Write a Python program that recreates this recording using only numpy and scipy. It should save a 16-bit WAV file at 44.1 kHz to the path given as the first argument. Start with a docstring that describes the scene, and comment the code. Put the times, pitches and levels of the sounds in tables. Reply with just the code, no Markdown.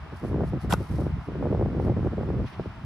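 """A rugby ball is kicked off a tee on an open grass field, a few metres away.
From the start, gusts buffet the microphone over a faint wash of distant trees, and boots brush the
grass in the run-up. At 0.7 s the boot skims the turf and slaps the ball; the impact thumps and sets
the enclosed air ringing briefly as the ball leaves the tee. The wind blows on, with a few more
steps and, near 2.5 s, a rustle of clothes."""
import sys
import numpy as np
from scipy import signal
from scipy.fft import rfft, irfft, next_fast_len
from scipy.io import wavfile
from scipy.ndimage import uniform_filter1d, map_coordinates

SR = 44100
rng = np.random.default_rng(int(sys.argv[2]) if len(sys.argv) > 2 else 0)


def waveform_to_disk(signal):
    """Save audio, clipped to [-1, 1], as 16-bit WAV at the path in sys.argv[1]."""
    frames = np.transpose(np.atleast_2d(signal))
    scaled = np.clip(frames, -1, 1) * 32767
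    samples = np.round(scaled).astype(np.int16)
    wavfile.write(sys.argv[1], SR, samples)


N = 125685

# Noise spectra of the trees, the wind and the kicker. Each row: frequency in Hz, relative density in dB.
TREE_SPECTRUM = [(290, -2), (500, -11), (650, 1.5), (900, 1), (1300, -0.5), (1650, -5), (2100, -8.5),
                 (2700, -16), (3500, -19), (4300, -22.5), (5300, -24), (6500, -34), (8000, -36.5),
                 (10000, -37), (13000, -41.5)]
RUMBLE_SPECTRUM = [(20, -44.5), (30, -38), (38, -15), (50, -8.5), (66, 0), (95, -1.5), (125, -4),
                   (165, -8.5), (220, -15.5), (330, -34), (700, -88.5)]
BUFFET_SPECTRUM = [(70, -46), (140, -2), (200, -2), (270, -7), (420, -15), (800, -36), (2000, -85)]
EDDY_EDGE_SPECTRUM = [(300, -12), (600, 10), (950, 3), (1350, -11), (1900, -23.5), (4000, -46.5)]
GRASS_SPECTRUM = [(500, -19), (2000, -30), (4000, 4.5), (5600, 3), (7300, -6), (10000, 0.5), (13000, -5.5)]
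CLOTH_SPECTRUM = [(600, -13), (2000, 16), (3000, 11.5), (4500, 7), (5800, 2), (7500, -26), (10500, -8),
                  (13000, -28)]
TURF_SPECTRUM = [(200, 4), (700, 6.5), (1450, 9.5), (2200, -4.5), (4000, -7), (7000, -8.5), (10500, -8),
                 (13000, -18)]
STUD_SPECTRUM = [(400, -30), (850, -6), (1100, -7.5), (1420, 0), (1800, -33), (4000, -36)]
# Likeness of the tree wash in the two channels. Each row: frequency in Hz, left-right correlation.
TREE_COHERENCE = [(500, 0.67), (1200, 0.6), (2500, 0.31), (5000, 0.28), (10000, 0.26)]
# Strength of the gusts and of the deep rumble. Each row: time in seconds, relative level in dB.
GUST_LEVELS = [(0.0, -64), (0.058, -45), (0.11, -52.5), (0.128, -36), (0.192, -63.5), (0.246, -25.5),
               (0.266, -40), (0.312, -32), (0.44, -27), (0.504, -55), (0.532, -30), (0.576, -33),
               (0.6, -70), (0.65, -33), (0.668, -39.5), (0.7, -37.5), (0.76, -43.5), (0.81, -31.5),
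               (0.88, -58), (0.91, -36), (0.98, -38), (0.99, -28.5), (1.04, -33.5), (1.07, -34),
               (1.08, -40), (1.11, -40), (1.13, -55), (1.19, -40), (1.22, -63), (1.26, -58), (1.28, -32.5),
               (1.33, -38.5), (1.47, -27), (1.5, -35.5), (1.51, -25), (1.59, -34.5), (1.61, -28),
               (1.65, -35.5), (1.66, -29), (1.67, -51.5), (1.68, -28.5), (1.7, -35), (1.81, -28),
               (1.82, -34), (1.87, -29), (1.92, -28.5), (1.95, -50.5), (1.97, -27.5), (2.02, -39.5),
               (2.07, -27), (2.09, -45), (2.14, -27.5), (2.16, -59), (2.18, -25.5), (2.24, -38.5),
               (2.3, -32), (2.33, -34.5), (2.38, -30), (2.45, -34), (2.47, -67), (2.53, -47), (2.58, -51.5),
               (2.6, -35), (2.63, -47.5), (2.66, -39.5), (2.68, -47.5), (2.73, -53), (2.85, -47)]
RUMBLE_LEVELS = [(0.0, -45), (0.032, -36), (0.056, -47.5), (0.172, -39.5), (0.198, -47.5), (0.318, -28.5),
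                 (0.586, -32), (0.618, -49), (0.636, -28), (0.7, -29.5), (0.76, -30), (0.81, -29.5),
                 (0.88, -47), (0.91, -27.5), (1.0, -28), (1.12, -31.5), (1.14, -26.5), (1.22, -37.5),
                 (1.25, -48), (1.29, -39), (1.59, -26.5), (1.67, -25), (1.7, -35.5), (1.79, -28),
                 (1.82, -31.5), (1.89, -22.5), (1.96, -31.5), (2.06, -24.5), (2.12, -35), (2.43, -27.5),
                 (2.53, -52), (2.61, -31), (2.65, -60), (2.67, -34), (2.76, -50), (2.79, -35), (2.81, -50),
                 (2.85, -31)]
# Large eddies. Each row: start in seconds, level in dB, starting pitch in Hz, decay time in seconds.
LARGE_EDDIES = [(0.238, -17.5, 426, 0.0034), (0.33, -18.5, 480, 0.0048), (0.343, -17, 380, 0.0068),
                (.407, -15.5, 596, 0.0043), (0.419, -20, 534, 0.0027), (0.438, -17, 655, 0.0027),
                (.534, -17, 485, 0.0036), (.646, -18, 510, 0.0034), (.990, -18.5, 480, 0.0058),
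                (1.020, -19.5, 500, 0.0061), (1.066, -16.5, 536, 0.0054), (1.354, -24, 622, 0.0084),
                (1.426, -17, 750, 0.0042), (1.455, -18, 910, 0.0025), (1.469, -15.5, 700, 0.0039),
                (1.511, -28, 620, .006), (1.527, -16.5, 600, 0.0059), (1.548, -15, 730, 0.0028),
                (1.595, -18, 560, 0.0062), (1.611, -17.5, 684, 0.0066), (1.625, -14.5, 620, .005),
                (1.659, -19, 880, .004), (1.773, -19.5, 457, 0.013), (1.799, -11.5, 730, 0.002),
                (1.847, -25.5, 460, 0.0092), (1.867, -22.5, 680, 0.0018), (1.883, -13.5, 494, 0.0028),
                (1.896, -14, 520, 0.0046), (1.966, -18, 343, 0.017), (2.029, -21, 460, .005),
                (2.047, -17, 398, .007), (2.072, -14.5, 530, 0.0044), (2.21, -18, 604, 0.0041),
                (2.232, -16.5, 654, 0.0018), (2.287, -18.5, 470, 0.0042), (2.302, -16, 640, 0.0035),
                (2.334, -24.5, 516, 0.0059), (2.5961, -17, 650, 0.004), (2.602, -22, 212, 0.008),
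                (2.6579, -23.5, 588, 0.0057)]
# Rubbing of grass, clothes and studs. Each row: centre in seconds, level in dB, half-width in seconds.
GRASS_STEPS = [(.18, -62, 0.022), (.27, -61, 0.029), (.48, -63, 0.024), (.627, -58, 0.019),
               (.82, -62.5, 0.03), (.96, -59.5, 0.081), (1.25, -72, 0.037), (1.84, -64.5, 0.027),
               (2.06, -75, .03), (2.49, -69, 0.028)]
CLOTH_RUSTLES = [(2.475, -52, 0.012), (2.52, -60, 0.028), (2.63, -60.5, 0.073)]
STUD_SCUFFS = [(.7095, -29.5, 0.0023), (.714, -42, .0015)]
# Modes of the air in the ball. Each row: frequency in Hz, relative level in dB, T60 in seconds.
BALL_MODES = [(800, -10, 0.033), (888, 0.5, 0.028), (1044, 1, 0.023), (1260, 0, 0.023), (1440, 0, 0.029),
              (2010, -8, 0.02), (2670, -22, 0.041), (3560, -35, 0.041), (3750, -25, 0.05)]
# The boot meets the ball, then the ball snaps off the tee. Each row: start in seconds, slap level in dB,
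# slap peak in Hz, thump delay in seconds, thump level in dB, thump pitch in Hz, its fall in Hz per
# second, ring level in dB, push level in dB, push pitch in Hz.
BALL_CONTACTS = [(0.7251, -19.5, 3340, 0.00297, -13, 870, 20000, -20.5, -16.5, 181),
                 (0.7356, -25, 5830, 0.0039, -15, 510, 90000, -16.5, -27, 161)]
# Stereo width of the microphone pair. Each row: frequency in Hz, side gain in dB.
SIDE_GAINS = [(300, 8), (1150, -3.5), (1400, -3), (1750, -10), (2100, -5.5), (2450, 5.5), (3000, 6.5),
              (3900, -0.5), (7000, 2), (13000, -8.5)]

STRONG_GUST_DB = -32  # reference strength for the small eddies
EDDY_LAG_S = 0.000091  # the left port hears an eddy later


def amp(db):
    """Amplitude ratio: a factor of ten for every 20 dB."""
    return 10 ** (np.asarray(db) / 20)


def unit(x):
    """Normalisation to rms 1."""
    return x / np.sqrt(np.mean(x ** 2) + 1e-20)


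def along(points, hz):
    """Interpolation of (Hz, value) points on a logarithmic frequency axis."""
    freqs, values = np.transpose(points)
    return np.interp(np.log(hz + 1), np.log(freqs + 1), values)


def clock():
    """Sample times in seconds."""
    return np.arange(N) / SR


def since(start):
    """Seconds elapsed since start, zero before it."""
    return np.maximum(clock() - start, 0)


def wobble(rate):
    """Random modulation: a spline through rate Gaussian knots a second."""
    return map_coordinates(rng.standard_normal(4000), [clock() * rate], mode="mirror")


def filtered(x, response):
    """Linear filtering: the spectrum of x is multiplied by response(hz)."""
    size = next_fast_len(N + SR // 2)
    return irfft(rfft(x, size) * response(np.fft.rfftfreq(size, 1 / SR)), size)[..., :N]


def noise(spectrum, coherence):
    """Partly coherent stereo noise of rms 1; coherence is a number or (Hz, value) points."""
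    def mid_side_gains(hz):
        correlation = along(coherence, hz) if np.ndim(coherence) else np.full_like(hz, coherence)
        angle = np.arccos(np.clip(correlation, -1, 0.999)) / 2
        return amp(along(spectrum, hz)) * [np.cos(angle), np.sin(angle)]
    mid, side = filtered(rng.standard_normal((2, N)), mid_side_gains)
    return unit(np.array([mid + side, mid - side]))


def steadied(x, span_s):
    """Division by the running rms evens out the chance swells of noise."""
    power = uniform_filter1d(np.mean(x ** 2, 0), int(span_s * SR))
    return x / np.sqrt(np.abs(power) + 1e-6)


def swells(rows):
    """A sum of Gaussian envelopes, one for each row."""
    return sum(amp(db) * np.exp(-((clock() - centre) / width) ** 2 / 2) for centre, db, width in rows)


def distant_trees():
    """Many far sources add incoherently to a nearly steady wash with little bass."""
    wash = filtered(noise(TREE_SPECTRUM, TREE_COHERENCE), lambda hz: hz ** 2 / (hz ** 2 + 330 ** 2))
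    return amp(-47.5 + 0.24 * wobble(15)) * unit(wash)


def eddy(t, hz, fade_s, rise_s=0.0008, glide_s=0.0046, low_hz=132):
    """A passing vortex gives a damped pressure pop whose pitch glides from hz towards low_hz."""
    cycles = low_hz * t + (hz - low_hz) * glide_s * (1 - np.exp(-t / glide_s))
    return (1 - np.exp(-t / rise_s)) * np.exp(-t / fade_s) * np.sin(2 * np.pi * cycles)


def small_eddies(gust_db, per_second=120, centre_hz=521, count=600):
    """Turbulence sputters as an irregular pulse train, higher in pitch in stronger gusts; rms 1."""
    jitter, size, pitch, sign = rng.standard_normal((count, 4)).T[..., None]
    start_s = (np.arange(count)[:, None] + 0.4505 * jitter) / per_second
    onsets = np.clip(start_s * SR, 0, N).astype(int)
    octaves = 0.4 * np.tanh(pitch) + 0.0434 * (gust_db.take(onsets, mode="clip") - STRONG_GUST_DB)
    offsets = np.arange(SR // 20)
    pops = np.sign(sign) * amp(1.5 * size) * eddy(offsets / SR, centre_hz * 2 ** octaves, fade_s=0.0028)
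    train = np.bincount((onsets + offsets).ravel(), pops.ravel(), N)[:N]
    lags = np.array([[EDDY_LAG_S], [0]])
    return unit(filtered(train, lambda hz: np.exp(-2j * np.pi * hz * lags)))


def wind():
    """Turbulent pressure on the microphone: rumble, buffeting and a sputter that outgrows the gust."""
    gust_db = np.interp(clock(), *np.transpose(GUST_LEVELS))
    rumble_db = np.interp(clock(), *np.transpose(RUMBLE_LEVELS))
    rumble = amp(rumble_db + 1) * steadied(noise(RUMBLE_SPECTRUM, coherence=0.99), span_s=0.05)
    buffet = amp(gust_db - 1.5) * steadied(noise(BUFFET_SPECTRUM, coherence=0.99), span_s=0.024)
    sputter_db = -36.5 + 1.11 * (gust_db - STRONG_GUST_DB)
    return rumble + buffet + amp(sputter_db) * small_eddies(gust_db)


def large_eddies(crack_rise_s=0.0013):
    """Single vortices strike the microphone as pressure pops, each with a brief crack at its edge."""
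    pops, edges = np.zeros((2, N)), np.zeros(N)
    for start, db, hz, fade_s in LARGE_EDDIES:
        left_age, age = since(start + EDDY_LAG_S), since(start)
        pops += amp(db) * eddy(np.array([left_age, age]), hz, fade_s)
        edges += amp(db) * age / crack_rise_s * np.exp(1 - age / crack_rise_s)
    crack = steadied(noise(EDDY_EDGE_SPECTRUM, coherence=0.93), span_s=0.00343)
    return pops + amp(-18) * edges * crack


def rubbing(strokes, spectrum, grain_rate):
    """Friction on grass or cloth gives swells of noise, made grainy by amplitude modulation."""
    return swells(strokes) * unit(noise(spectrum, coherence=0.45) * amp(2.1 * wobble(grain_rate)))


def field_scatter(x, t60=0.36):
    """Scattering from ground and trees: convolution with an exponentially decaying noise."""
    tail = noise([(100, -4), (900, -17), (3000, -11), (12000, 0)], coherence=0.4)
    tail *= amp(-60 * clock() / t60)
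    return signal.fftconvolve(x, tail / np.linalg.norm(tail[0]), axes=1)[:, :N]


def turf_skim(start=0.692, rise_s=0.011, hold_s=0.046, t60=0.04):
    """Sliding friction: the boot skims the turf into the ball, and its studs scuff."""
    rise = 1 - np.exp(-(since(start) / rise_s) ** 2)
    envelope = rise * amp(-32.5 - 60 * since(start + hold_s) / t60)
    turf = noise(TURF_SPECTRUM, coherence=0.5) * amp(0.92 * wobble(500))
    studs = steadied(noise(STUD_SPECTRUM, coherence=0.95), span_s=0.004)
    return envelope * turf + swells(STUD_SCUFFS) * studs


def skin_slap(age, hz, t60=0.012):
    """Impact on the ball's skin radiates a fast-decaying band of noise that peaks at hz."""
    spectrum = [(hz / 4, -16), (hz * 0.67, -7), (hz, 0), (hz * 1.13, -8), (hz * 2, -16)]
    return (age > 0) * amp(-60 * age / t60) * noise(spectrum, coherence=0.78)


def thump(centre_s, hz, fall_hz_per_s, width_s=0.0013):
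    """The impact's pressure pulse: a falling chirp under a Gaussian envelope."""
    t = clock() - centre_s
    return np.exp(-(t / width_s) ** 2 / 2) * np.cos(2 * np.pi * (hz - fall_hz_per_s * t / 2) * t)


def cavity_ring(age, rise_s=0.0023):
    """Cavity resonance: the air in the ball rings in damped modes, at random levels in each channel."""
    modes = sum(amp(db + rng.normal(0, 3.3, (2, 1)) - 60 * age / t60) * np.sin(2 * np.pi * hz * age)
                for hz, db, t60 in BALL_MODES)
    return modes * (1 - np.exp(-age / rise_s))


def low_push(start, hz, lag_s=0.0024, rise_s=0.0033):
    """A heavily damped pressure swing of a few cycles follows the contact."""
    age = since(start + lag_s)
    return age / rise_s * np.exp(1 - age / rise_s) * np.sin(2 * np.pi * hz * age)


def kick():
    """Impulsive excitation: the boot skims in, then each contact gives a slap, thump, ring and push."""
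    sound = turf_skim()
    for contact in BALL_CONTACTS:
        start, slap_db, slap_hz, delay, thump_db, thump_hz, fall, ring_db, push_db, push_hz = contact
        sound += amp(slap_db) * skin_slap(since(start), slap_hz)
        sound += amp(thump_db) * thump(start + delay, thump_hz, fall)
        sound += amp(ring_db) * cavity_ring(since(start))
        sound += amp(push_db) * low_push(start, push_hz)
    return sound


def scene():
    """Superposition of the kick, its faint scatter, the kicker's movements, the wind and the trees."""
    ball = kick()
    scatter = amp(-17) * field_scatter(ball)
    steps = rubbing(GRASS_STEPS, GRASS_SPECTRUM, grain_rate=330)
    clothes = rubbing(CLOTH_RUSTLES, CLOTH_SPECTRUM, grain_rate=90)
    return ball + scatter + steps + clothes + wind() + large_eddies() + distant_trees()


def record(dry, low_cut_hz=6.6, top_hz=13150):
    """Mid-side weighting sets the microphone pair's width by band; a band-pass limits its range."""
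    mid = (dry[0] + dry[1]) / 2
    side = filtered((dry[0] - dry[1]) / 2, lambda hz: amp(along(SIDE_GAINS, hz)))
    pair = np.array([mid + side, mid - side])
    return filtered(pair, lambda hz: (hz < top_hz) * hz ** 4 / (hz ** 4 + low_cut_hz ** 4))


dry = scene()
out = record(dry)
waveform_to_disk(out)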